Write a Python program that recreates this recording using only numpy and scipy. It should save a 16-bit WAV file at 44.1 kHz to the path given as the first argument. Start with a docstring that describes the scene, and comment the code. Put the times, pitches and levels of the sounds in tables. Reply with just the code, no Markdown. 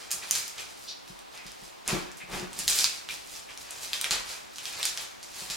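"""A hard-walled kitchen, a stereo pair close to a plastic board: a large knife cuts a pineapple's crown.
Stiff leaves snap at once over a wet crackle of bursting cells, then the cut eases and the blade swishes
along a leaf. Near two seconds it rasps in the rind and the fruit knocks on the board. Two runs of loud
snaps follow, before three seconds and from four to five, then lighter cutting to the end.
The room answers every snap, over the steady air of the house."""
import sys
import numpy as np
from scipy import signal
from scipy.fft import rfft, irfft
from scipy.io import wavfile

SR = 44100
rng = np.random.default_rng(int(sys.argv[2]) if len(sys.argv) > 2 else 0)


def generate_wav(signal):
    """Clip the signal to [-1, 1] and save it as 16-bit WAV at the path in sys.argv[1]."""
    frames = np.transpose(np.atleast_2d(signal))
    scaled = np.clip(frames, -1, 1) * 32767
    pcm = np.round(scaled).astype(np.int16)
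    wavfile.write(sys.argv[1], SR, pcm)


N = 245195

# Levels are relative, ahead of the mix gains; spectra give level per hertz.
# air of the still room: freq_hz, level_db
AIR_SPECTRUM = [(20, -11), (50, -21), (100, -14), (300, -8), (900, -5.5), (1500, -14), (4000, -17),
                (8000, -28), (16000, -29.5)]
# pushes of the knife through the crown: deepest_bite_s, level_db, build_s, tilt_db_per_octave
KNIFE_STROKES = [(.01, -44, 0.067, -0.5), (.14, -43.5, 0.055, -2.5), (.24, -40.5, .03, -1.5),
                 (0.357, -29.5, 0.042, 3.5), (.594, -38.5, 0.027, -.5), (.86, -50.5, 0.29, 8),
                 (1.09, -51.5, 0.023, 4), (1.345, -46.5, 0.017, -1.5), (1.48, -50, 0.032, -1.5),
                 (1.65, -50, 0.096, 4), (1.889, -28.5, .012, -1.5), (2.335, -35.5, 0.022, 0.5),
                 (2.598, -36, 0.032, 4), (2.697, -27, 0.01, 4), (2.775, -28, 0.046, 6),
                 (2.81, -30.5, 0.014, 3), (2.96, -45.5, .06, 4), (3.11, -38, 0.013, 2.5),
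                 (3.358, -42.5, 0.11, 4), (3.502, -45, 0.018, -.5), (3.61, -45, 0.015, 5.5),
                 (3.73, -46, 0.12, -4.5), (3.845, -37.5, 0.074, 3.5), (3.96, -38.5, .04, .5),
                 (4.06, -37, .04, -1), (4.126, -30.5, 0.013, -2), (4.31, -37, 0.046, 0.5),
                 (4.69, -41, .09, 3.5), (4.8, -37.5, 0.11, -1), (4.865, -36.5, 0.053, 2),
                 (5.004, -37.5, 0.05, .5), (5.401, -39.5, 0.061, 4), (5.54, -39.5, 0.15, 0.5)]
STROKE_RELEASE_DB_PER_S = 142  # the crackle dies away once the hand eases
REST_DB, REST_TILT_DB_PER_OCTAVE = -61, -0.45  # leaves stirring against the resting blade
# bursting cell walls: freq_hz, level_db
CRACKLE_SPECTRUM = [(150, -51.5), (350, -2.5), (800, -2), (1500, 0), (2700, -0.5), (5000, 0), (8000, -5.5),
                    (11000, -9), (16000, -16)]
# board and table under the cut: freq_hz, level_db
RUMBLE_SPECTRUM = [(15, -16), (45, 5.5), (110, 1.5), (190, -1), (380, -2.5), (900, -15.5), (4000, -65)]
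# larger leaves and fibres breaking: start_s, peak_db, pitch_hz, tear_re_peak_db
LEAF_SNAPS = [(0.1069, -25.5, 5800, -4.5), (0.1151, -9.5, 7900, -12), (0.3107, -6, 6870, -17.5),
              (0.353, -14.5, 6740, -13.5), (0.4795, -23.5, 6100, -11.5), (0.582, -28, 3180, -17),
              (1.0784, -34, 5000, -12), (1.191, -35.5, 4530, -14), (1.376, -34.5, 3020, -8.5),
              (1.466, -34, 4280, -5), (1.5184, -31.5, 5800, -16), (1.878, -13.5, 8050, -17),
              (2.1167, -34, 6040, -16), (2.1714, -34, 7640, -6), (2.3974, -26, 3640, -22),
              (2.531, -27.5, 6700, -10), (2.5901, -17, 6500, -11.5), (2.6794, -7.5, 6100, -8.5),
              (2.7884, -9.5, 5240, -8.5), (2.8433, -5.5, 3430, -15), (3.089, -21, 2930, -12),
              (3.5756, -25.5, 5500, -18), (3.708, -24, 7100, -11.5), (3.9324, -12.5, 3580, -12),
              (4.0132, -13, 7650, -18), (4.0434, -14, 2670, -15), (4.109, -12, 3870, -5),
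              (4.559, -28.5, 5400, -9), (4.584, -24, 3260, -11), (4.6554, -20, 4700, -19),
              (4.8298, -12, 4000, -10.5), (4.854, -11, 4740, -10.5), (4.9749, -21, 3530, -10),
              (5.2294, -31.5, 5500, -4), (5.5008, -23, 4800, -3.5)]
# small leaves radiate little bass: freq_hz, gain_db
SNAP_SPECTRUM = [(150, -16), (500, -2), (1000, 2), (2200, -1.5), (7500, 1), (11000, -1), (16000, -8)]
TICKS_PER_S, TICK_HZ, TICK_SPREAD_OCTAVES = 5, 5170, 0.39  # thin fibres giving way
TICK_OVER_CUT_DB, TICK_TEAR_DB = 10, -21.5
# the board on the table: pitch_hz, level_db, t60_s
BOARD_MODES = [(46, -14.5, 0.42), (151, -4.5, 0.11), (187, 0.5, 0.12), (322, -11, 0.25), (357, -4.5, 0.33),
               (714, -17, 0.17), (1440, -16, 0.13)]
# the fruit rocking on the board: start_s, peak_db, push_s
FRUIT_BUMPS = [(0.141, -44.5, 0.0023), (0.309, -44.5, 0.0016), (1.101, -36, 0.0033), (1.456, -39.5, .004),
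               (1.624, -41, 0.0026), (1.929, -13.5, 0.0014), (1.96, -29, 0.0032), (2.236, -40.5, 0.0021),
               (2.333, -28, 0.00078), (2.428, -25.5, 0.0017), (2.662, -39, 0.01), (4.11, -35, 0.0096),
               (5.419, -37.5, 0.0018), (5.5, -39, 0.0055)]
# the flat of the blade sliding along a leaf: start_s, level_db, length_s, pitch_hz
LEAF_SWISHES = [(0.22, -41.5, 0.03, 2150), (0.575, -43.5, 0.032, 2360), (.865, -39, 0.085, 4320),
                (1.348, -50.5, 0.13, 2160), (1.88, -33, 0.013, 2380), (2.198, -42.5, 0.04, 2180),
                (3.087, -38.5, 0.036, 2530), (3.486, -45, 0.021, 2370), (4.64, -44.5, 0.079, 3000)]
# the steel, damped by the fruit: pitch_hz, width_hz, level_db
BLADE_MODES = [(3770, 76, -5), (4930, 71, -2), (5680, 54, 5)]
# the blade dragging in the rind: hardest_pull_s, level_db, build_s
RIND_DRAGS = [(1.885, -37, 0.0086), (1.937, -32, 0.02), (2.342, -35, 0.025), (2.435, -43, 0.054),
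              (2.6, -48, .06), (2.81, -52, 0.11), (4.125, -44.5, .012)]
DRAG_RELEASE_DB_PER_S = 139
# rasp of the rind, pressed against the board: freq_hz, level_db
RASP_SPECTRUM = [(15, -33), (45, 8.5), (90, -14), (190, 5.5), (350, 1), (500, -2.5), (740, 2.5), (1400, -5),
                 (2400, -7), (4000, -14), (9000, -30)]
# balance of the direct sound at the microphones: freq_hz, right_minus_left_db
MIC_BALANCE = [(200, -2), (1000, -1), (5500, 0.5), (8000, 1), (11000, 4.5)]
# reflections off table top, body and cupboards: delay_s, level_db
NEAR_ECHOES = [(.0024, -20), (.0052, -18.5), (.0061, -49), (.0072, -19), (.0094, -24)]
# decay of the kitchen: freq_hz, t60_s
ROOM_DECAY = [(100, 1), (500, 0.69), (1400, 1), (3700, 0.59), (9700, 0.44), (16000, 0.36)]
# the diffuse field at the microphones: freq_hz, left_right_correlation
MIC_CORRELATION = [(130, -0.99), (250, -0.85), (500, -0.9), (1000, -0.62), (2200, 0.18), (4500, 0.33),
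                   (8000, 0.19), (13000, -0.55)]


def amp(db):
    """Decibels to gain."""
    return np.exp(np.asarray(db) * (np.log(10) / 20))


def unit_rms(x):
    """Scales to an rms of one."""
    return x / np.sqrt(np.mean(x ** 2) + 1e-20)


def curve_at(points, hz):
    """Reads a table on a log-frequency axis."""
    freq_hz, value = np.transpose(points)
    return np.interp(np.log(hz + 1), np.log(freq_hz + 1), value)


def add(mix, start_s, sound):
    """Adds a sound into the mix at start_s."""
    part = mix[max(round(start_s * SR), 0):][:len(sound)]
    part += sound[:len(part)]


def colour(x, spectrum, size=2048):
    """Minimum-phase filter with the given spectrum."""
    hz = abs(np.fft.fftfreq(size, 1 / SR))
    log_gain = np.log(amp(curve_at(spectrum, hz)))
    taps = np.fft.ifft(np.exp(np.conj(signal.hilbert(log_gain)))).real
    return signal.oaconvolve(x, taps[:size // 2])[:N]


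def ring(x, hz, q):
    """One damped resonance."""
    return signal.lfilter(*signal.iirpeak(min(hz, SR / 2.5), max(q, 1), fs=SR), x)


def clicks(per_s, spread_db, size):
    """Random clicks of either sign, most of them small and a few large."""
    out, chance = np.zeros(size), rng.random(size) * (SR / per_s)
    at = np.flatnonzero(chance < 1)
    out[at] = (-1) ** at * amp(spread_db * np.minimum(-np.log(chance[at]), 4))
    return out


def diffuse_pair(a, b):
    """Makes two unrelated signals as alike as a diffuse field is at the two microphones."""
    correlation = np.clip(curve_at(MIC_CORRELATION, np.fft.rfftfreq(len(a), 1 / SR)), -1, 1)
    mid = rfft(a) * np.sqrt((1 + correlation) / 2)
    side = rfft(b) * np.sqrt((1 - correlation) / 2)
    return irfft(np.array([mid + side, mid - side]), len(a))


def house_air():
    """Room tone: the steady air noise of the house."""
    noises = [colour(rng.standard_normal(N), AIR_SPECTRUM) for mic in range(2)]
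    return amp(-48) * unit_rms(diffuse_pair(*noises))


def hand_push(peak_s, level_db, build_s, release_db_per_s):
    """Gain of one push of the hand: it builds up to peak_s, then lets go at a steady rate."""
    t = np.arange(N) / SR - peak_s
    return amp(level_db - release_db_per_s * np.maximum(t, 0)) * np.exp(np.minimum(t, 0) / build_s)


def knife_strokes():
    """Level (dB) and tilt (dB per octave) of the cut: strokes add in power, and the tilt is their power-
    weighted mean, the resting blade included."""
    power = np.full(N, amp(REST_DB) ** 2)
    weighted_tilt = REST_TILT_DB_PER_OCTAVE * power
    for bite_s, level_db, build_s, tilt in KNIFE_STROKES:
        stroke = hand_push(bite_s, level_db, build_s, STROKE_RELEASE_DB_PER_S) ** 2
        power += stroke
        weighted_tilt += tilt * stroke
    return 10 * np.log10(power), weighted_tilt / power


def cell_crackle(cut_db, cut_tilt, per_s=420, spread_db=3.5):
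    """Cell walls burst under the edge: tiny clicks, each ringing at the pitch of its own fibre."""
    bundle = clicks(per_s, spread_db, N)  # a break across a whole bundle sounds at every pitch
    out, power = np.zeros(N), np.zeros(N)
    for hz in np.geomspace(500, 14000, 14):
        gain = amp(cut_tilt * np.log2(np.clip(hz, 1500, 9000) / 4500))
        bursts = clicks(per_s, spread_db, N) + 0.33 * np.roll(bundle, rng.integers(20))
        out += np.sqrt(hz) * gain * unit_rms(ring(bursts, hz, q=1.95))
        power += hz * (gain * amp(curve_at(CRACKLE_SPECTRUM, hz))) ** 2
    out /= np.sqrt(power)  # the tilt moves the colour and leaves the level
    return amp(cut_db - 1) * unit_rms(colour(out, CRACKLE_SPECTRUM))


def table_rumble(cut_db):
    """The force of the cut shakes the board and the table, the more the harder it bites."""
    jolts = clicks(per_s=500, spread_db=2.4, size=N)
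    return amp(-38 + 0.5 * cut_db) * unit_rms(colour(jolts, RUMBLE_SPECTRUM))


def fibre_snap(peak_db, hz, tear_db, split_s=0.00064, tear_s=0.035, core_hz=1400):
    """A fibre gives way and rings its leaf and the fruit's core; its neighbours tear after it."""
    t = np.arange(SR // 8) / SR
    crack = 0.44 * rng.standard_normal(len(t)) * np.exp(-t / split_s)
    crack[0] = 1
    tearing = unit_rms(clicks(per_s=4000, spread_db=1.55, size=len(t))) * np.exp(-t / tear_s)
    core_gain = amp(-9) * 2 * core_hz / hz  # thick, low-pitched fibres shake the core most
    out = np.zeros(len(t))
    for force, level_db in ((crack, peak_db), (tearing, peak_db + tear_db)):
        leaf = ring(force, hz, q=1) + amp(-3) * ring(force, hz, q=2.1)
        sound = leaf - core_gain * ring(force, core_hz, q=1)
        out += amp(level_db) * sound / abs(sound).max()
    return out


def leaf_snaps(cut_db):
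    """The large breaks, and thin fibres ticking at random, louder the harder the knife bites."""
    out = np.zeros(N)
    for start_s, peak_db, hz, tear_db in LEAF_SNAPS:
        add(out, start_s, fibre_snap(peak_db, hz, tear_db))
    for at in np.flatnonzero(rng.random(N) < TICKS_PER_S / SR):
        hz = TICK_HZ * 2 ** (TICK_SPREAD_OCTAVES * rng.uniform(-1.2, 1))
        add(out, at / SR, fibre_snap(cut_db[at] + TICK_OVER_CUT_DB, hz, TICK_TEAR_DB))
    return amp(0.5) * colour(out, SNAP_SPECTRUM)


def board_ring(force):
    """The modes of the cutting board, driven by a force."""
    t = np.arange(SR // 2) / SR
    modes = sum(amp(db) * np.exp(-np.log(1000) * t / t60_s) * np.cos(2 * np.pi * hz * t)
                for hz, db, t60_s in BOARD_MODES)
    return signal.fftconvolve(force, modes)[:len(force)]


def fruit_bumps():
    """The fruit rocks, and each soft push rings the board."""
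    out, t = np.zeros(N), np.arange(SR // 2) / SR
    for start_s, peak_db, push_s in FRUIT_BUMPS:
        progress = 4 * t / push_s
        thud = board_ring(progress * np.exp(-progress))
        add(out, start_s, amp(peak_db) * thud / abs(thud).max())
    return amp(-5.5) * out


def leaf_swishes():
    """Fine, dense friction of steel on a waxy leaf: it catches quickly and lets go slowly."""
    out, t = np.zeros(N), np.arange(SR // 4) / SR
    for start_s, level_db, length_s, hz in LEAF_SWISHES:
        slips = clicks(per_s=5000, spread_db=1.4, size=len(t))
        for _ in range(3):
            slips = ring(slips, hz, q=1.44)
        progress = 3 * t / length_s
        swell = (progress * np.exp(1 - progress)) ** 2
        add(out, start_s, amp(level_db) * unit_rms(slips) * swell)
    return out


def blade_ring(friction):
    """Friction on the flat of the knife, with the ring it draws from the steel."""
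    steel = sum(amp(db) * ring(friction, hz, q=hz / width_hz) for hz, width_hz, db in BLADE_MODES)
    return friction + amp(3) * steel


def rind_rasp():
    """The blade sticks and slips in the rind, and shakes the board through the fruit."""
    slips = clicks(per_s=1400, spread_db=2.9, size=N)
    pull_power = sum(hand_push(*drag, DRAG_RELEASE_DB_PER_S) ** 2 for drag in RIND_DRAGS)
    rind = unit_rms(colour(slips, RASP_SPECTRUM))
    board = amp(-11) * unit_rms(board_ring(slips))
    return amp(1.5) * np.sqrt(pull_power) * (rind + board)


def close_mics(x):
    """The straight path to the two microphones, and a few near reflections."""
    out = np.array([colour(x, [(hz, side * db / 2) for hz, db in MIC_BALANCE]) for side in (-1, 1)])
    for delay_s, level_db in NEAR_ECHOES:
        for mic in out:
            add(mic, delay_s + rng.uniform(0, 2 / SR), amp(level_db) * x)
    return out


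def kitchen_tail(x, rise_s=0.0032, early_s=0.017, tails=3):
    """The diffuse tail of the kitchen, each band dying at its own speed."""
    out, t = np.zeros((2, N)), np.arange(SR // 2) / SR
    onset = (1 - np.exp(-(t / rise_s) ** 2)) * (1 + 2.5 * np.exp(-t / early_s))
    for k in range(tails):  # the place of the break keeps moving, so the tails crossfade
        hz, frame_s, noise = signal.stft(rng.standard_normal((2, len(t))), SR, nperseg=256)
        decay = np.exp(-np.log(1000) * frame_s / curve_at(ROOM_DECAY, hz)[:, None])
        _, tail = signal.istft(noise * decay, SR, nperseg=256)
        tail = diffuse_pair(*(tail[:, :len(t)] * onset))
        tail /= np.linalg.norm(tail[0])
        share = np.sqrt(2 / tails) * np.cos(np.pi * (13 * np.arange(N) / SR + k / tails))
        out += signal.oaconvolve((x * share)[None], tail, axes=1)[:, :N]
    return out


def scene():
    """Snaps, crackle and the dull sounds of the board, close up, each with its own share of the room."""
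    cut_db, cut_tilt = knife_strokes()
    snaps = amp(2) * leaf_snaps(cut_db)
    rustle = amp(-1.5) * (cell_crackle(cut_db, cut_tilt) + blade_ring(leaf_swishes()))
    drag = amp(-3) * (rind_rasp() + table_rumble(cut_db))
    bumps = fruit_bumps()
    room_send = amp(-1.73) * snaps + amp(0.77) * rustle + amp(-3) * drag + amp(-7) * bumps
    return close_mics(snaps + rustle + drag + bumps) + kitchen_tail(room_send) + house_air()


def record(dry):
    """The recorder's band limit."""
    lowpass = signal.firwin(511, cutoff=16200, window=("kaiser", 9), fs=SR)
    return signal.oaconvolve(dry, lowpass[None], "same")


dry = scene()
out = record(dry)
generate_wav(out)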